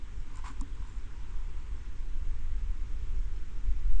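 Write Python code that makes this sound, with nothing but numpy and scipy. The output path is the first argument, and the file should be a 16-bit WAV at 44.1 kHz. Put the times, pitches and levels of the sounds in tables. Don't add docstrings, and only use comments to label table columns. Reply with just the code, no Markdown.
import sys
import numpy as np
from scipy import signal
from scipy.fft import rfft, irfft
from scipy.io import wavfile
from scipy.ndimage import uniform_filter1d

SR = 44100
rng = np.random.default_rng(int(sys.argv[2]) if len(sys.argv) > 2 else 0)


def materialize(psi):
    bounded = np.clip(np.atleast_2d(psi).T, -1, 1)
    quanta = np.round(bounded * 32767).astype(np.int16)
    wavfile.write(sys.argv[1], SR, quanta)


N = 176400
T = np.arange(N) / SR

# time_s, relative_db
GUST_LEVELS = [(0.0, -43), (0.15, -43), (0.2, -35), (0.3, -46), (0.4, -32), (0.54, -43), (0.6, -29),
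               (0.66, -44), (0.79, -33), (0.88, -45), (0.99, -36), (1.15, -43), (1.18, -35), (1.31, -46),
               (1.36, -31), (1.51, -42), (1.53, -35), (1.7, -41), (1.74, -32), (1.81, -41), (2.34, -31),
               (2.38, -43), (2.41, -35), (2.74, -30), (2.76, -41), (2.79, -32), (2.95, -37), (3.21, -28),
               (3.26, -36), (3.42, -36), (3.44, -43), (3.56, -33), (3.62, -38), (3.65, -26), (3.72, -24),
               (3.79, -41), (3.83, -28), (3.95, -30)]
# frequency_hz, relative_db
GUST_SPECTRUM = [(8,-22.5),(20,0.5),(33,-4.5),(44,-3.5),(58,-10.5),(80,-27.5),(105,-33.5),(140,-48.5),(250,-57),(600,-97.5)]
# time_s, level_db
BUFFET_LEVELS = [(0,-35.5),(1.1,-38),(1.4,-30.5),(1.8,-38),(2.1,-28.5),(2.8,-31),(3.55,-30.5),(3.8,-27.5),(3.93,-14.5)]
# frequency_hz, relative_db
BUFFET_SPECTRUM = [(3,-3),(9,-1.5),(16,-0.5),(22,-10),(36,-31),(80,-91)]
# frequency_hz, relative_db
WASH_SPECTRUM = [(30,11.5),(65,14.5),(90,15),(120,5),(150,-0.5),(200,-2),(290,-2),(440,-8.5),(540,-15),(640,-24),(760,-17),(950,-12),(1300,-13),(2200,-15.5),(3200,-19),(4600,-26),(6600,-24.5),(7800,-26),(8900,-33.5),(9700,-44),(10400,-54)]
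# time_s, level_db
BRUSH_LEVELS = [(.22,-78),(.28,-65),(.335,-61.5),(.392,-52.5),(.408,-62),(.438,-60),(.444,-46),(.476,-45),(.505,-50),(.535,-63.5),(.58,-65),(.61,-78)]
# middle_s, half_length_s, level_db
RUSTLE_SWELLS = [(0.775,0.023,-62.5),(0.862,0.061,-60),(1.28,0.23,-65),(1.677,0.21,-68)]
# frequency_hz, relative_db
RUB_SPECTRUM = [(200,-40),(620,-32),(780,-19),(900,-4),(990,0.5),(1060,-4),(1150,-5.5),(1350,-14),(1480,-7),(1700,-18),(2200,-15),(2900,-22.5),(4200,-26.5),(5000,-26.5),(6500,-29),(7300,-24.5),(8000,-29),(8800,-31.5),(9300,-39),(10400,-53)]
# start_s, level_db
TICK_HITS = [(0.357,-44),(0.359,-47),(0.3706,-40.5),(0.6116,-34),(0.6107,-34),(0.614,-51),(.7525,-53),(.8720,-56),(.9833,-52)]
# pitch_hz, relative_db, t60_s
BRIGHT_MODES = [(2420,-20,.01),(3795,-17.5,0.016),(5200,-7.5,0.007),(5660,-4.5,0.0047),(7260,1.5,0.0074),(8620,-5.5,0.0061)]
# start_s, lowest_mode_db, upper_modes_db
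KNOCK_HITS = [(0.444,-60,-35),(0.458,-70,-40),(0.472,-71,-39),(0.498,-47,-61),(0.6123,-38,-38)]
# pitch_hz, relative_db, t60_s, rise_s, sag_fraction
HOLLOW_MODES = [(284,2.5,0.15,0.0029,0.35),(963,-13,.026,0.0032,0),(1004,-12,0.049,0.0018,0),(1187,3,0.022,0.0017,0.15)]
# middle_s, half_length_s, level_db
SNAG_SWELLS = [(.485,0.039,-55.5),(.92,0.074,-63)]


def amp(db):
    return 10 ** (np.asarray(db) / 20)


def unit(x):
    return x / np.sqrt(np.mean(x ** 2) + 1e-20)


def level(points):
    return amp(np.interp(T, *np.transpose(points)))


def swells(rows):
    return sum(amp(db) * np.exp(-np.minimum(((T - middle) / half) ** 2, 20)) for middle, half, db in rows)


def colour(x, spectrum):
    octave = np.log2(np.fft.rfftfreq(N, 1 / SR) + 1)
    hz, db = np.transpose(spectrum)
    gain = amp(np.interp(octave, np.log2(hz), db))
    return unit(irfft(rfft(x) * gain, N))


def eddies(spectrum):
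    noise = colour(rng.standard_normal(N), spectrum)
    power = uniform_filter1d(uniform_filter1d(noise ** 2, size=3500), size=2500)
    return noise / np.sqrt(power)


def wind(gust_gain_db=1):
    gusts = amp(gust_gain_db) * eddies(GUST_SPECTRUM) * level(GUST_LEVELS)
    buffeting = eddies(BUFFET_SPECTRUM) * level(BUFFET_LEVELS)
    return gusts + buffeting


def wash(level_db=-48, patch_db=0.85):
    spectrogram = signal.stft(rng.standard_normal(N), nperseg=512)[2]
    patches = uniform_filter1d(rng.standard_normal(spectrogram.shape), size=7, axis=0)
    patches = unit(uniform_filter1d(patches, size=12, axis=1))
    hiss = signal.istft(spectrogram * amp(patch_db * patches))[1][:N]
    return amp(level_db) * colour(hiss, WASH_SPECTRUM)


def whine(pitch_hz=6530, rms_db=-86):
    return amp(rms_db) * np.sqrt(2) * np.sin(2 * np.pi * pitch_hz * T)


def chirps(pitch_hz=5380, level_db=-67.5, half_length_s=0.0035):
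    first_s, every_s, pair_gap_s, jitter_s = 0.172, 0.1996, 0.028, 0.002
    times = first_s + every_s * np.arange(20) + jitter_s * rng.standard_normal(20)
    gate = swells([(time + lag, half_length_s, level_db) for time in times for lag in (0, pair_gap_s)])
    waver_hz = 110 * unit(uniform_filter1d(rng.standard_normal(N), size=60))
    return gate * np.sin(2 * np.pi * np.cumsum(pitch_hz + waver_hz) / SR)


def friction(slips_per_s=3900, spread_db=3.5):
    slips = (rng.random(N) < slips_per_s / SR) * rng.choice([-1, 1], N)
    sizes = amp(spread_db * np.minimum(rng.exponential(1, N), 4))
    return colour(slips * sizes, RUB_SPECTRUM)


def rustle():
    touching = (T > BRUSH_LEVELS[0][0]) & (T < BRUSH_LEVELS[-1][0])
    brush = friction() * level(BRUSH_LEVELS) * touching
    strokes = friction() * swells(RUSTLE_SWELLS)
    return brush + strokes


def ring(start, hz, db, t60, rise, sag=0, settle_s=0.0076):
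    age = np.maximum(T - start, 0)
    settled = 1 - np.exp(-np.minimum(age / settle_s, 20))
    cycles = hz * (age - sag * settle_s * settled)
    attack = 1 - np.exp(-np.minimum((age / rise) ** 2, 20))
    decay = np.exp(-np.log(1000) * np.minimum(age / t60, 10))
    return amp(db) * attack * decay * np.sin(2 * np.pi * cycles)


def tick(start_s, level_db, rise_s=0.00055):
    return sum(ring(start_s, hz, level_db + mode_db, t60, rise_s) for hz, mode_db, t60 in BRIGHT_MODES)


def crackle(snags_per_s=350, spread_db=3.5):
    snags = rng.random(N) < snags_per_s / SR
    sizes = amp(spread_db * np.minimum(rng.exponential(1, N), 2))
    return signal.fftconvolve(snags * sizes * swells(SNAG_SWELLS), tick(start_s=0, level_db=0))[:N]


def knock(start_s, lowest_mode_db, upper_modes_db):
    sound = np.zeros(N)
    for index, (hz, mode_db, t60, rise, sag) in enumerate(HOLLOW_MODES):
        drive_db = lowest_mode_db if index == 0 else upper_modes_db
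        sound += ring(start_s, hz, mode_db + drive_db, t60, rise, sag)
    return sound


def scene():
    ticks = sum(tick(*hit) for hit in TICK_HITS)
    knocks = sum(knock(*hit) for hit in KNOCK_HITS)
    return (wind() + wash() + rustle() + crackle() + ticks + knocks + whine() + chirps())[None]


def record(dry):
    edge_hz = 10400
    lowpass = signal.firwin(511, edge_hz, window=("kaiser", 9), fs=SR)
    return signal.oaconvolve(dry, lowpass[None], "same")


dry = scene()
out = record(dry)
materialize(out)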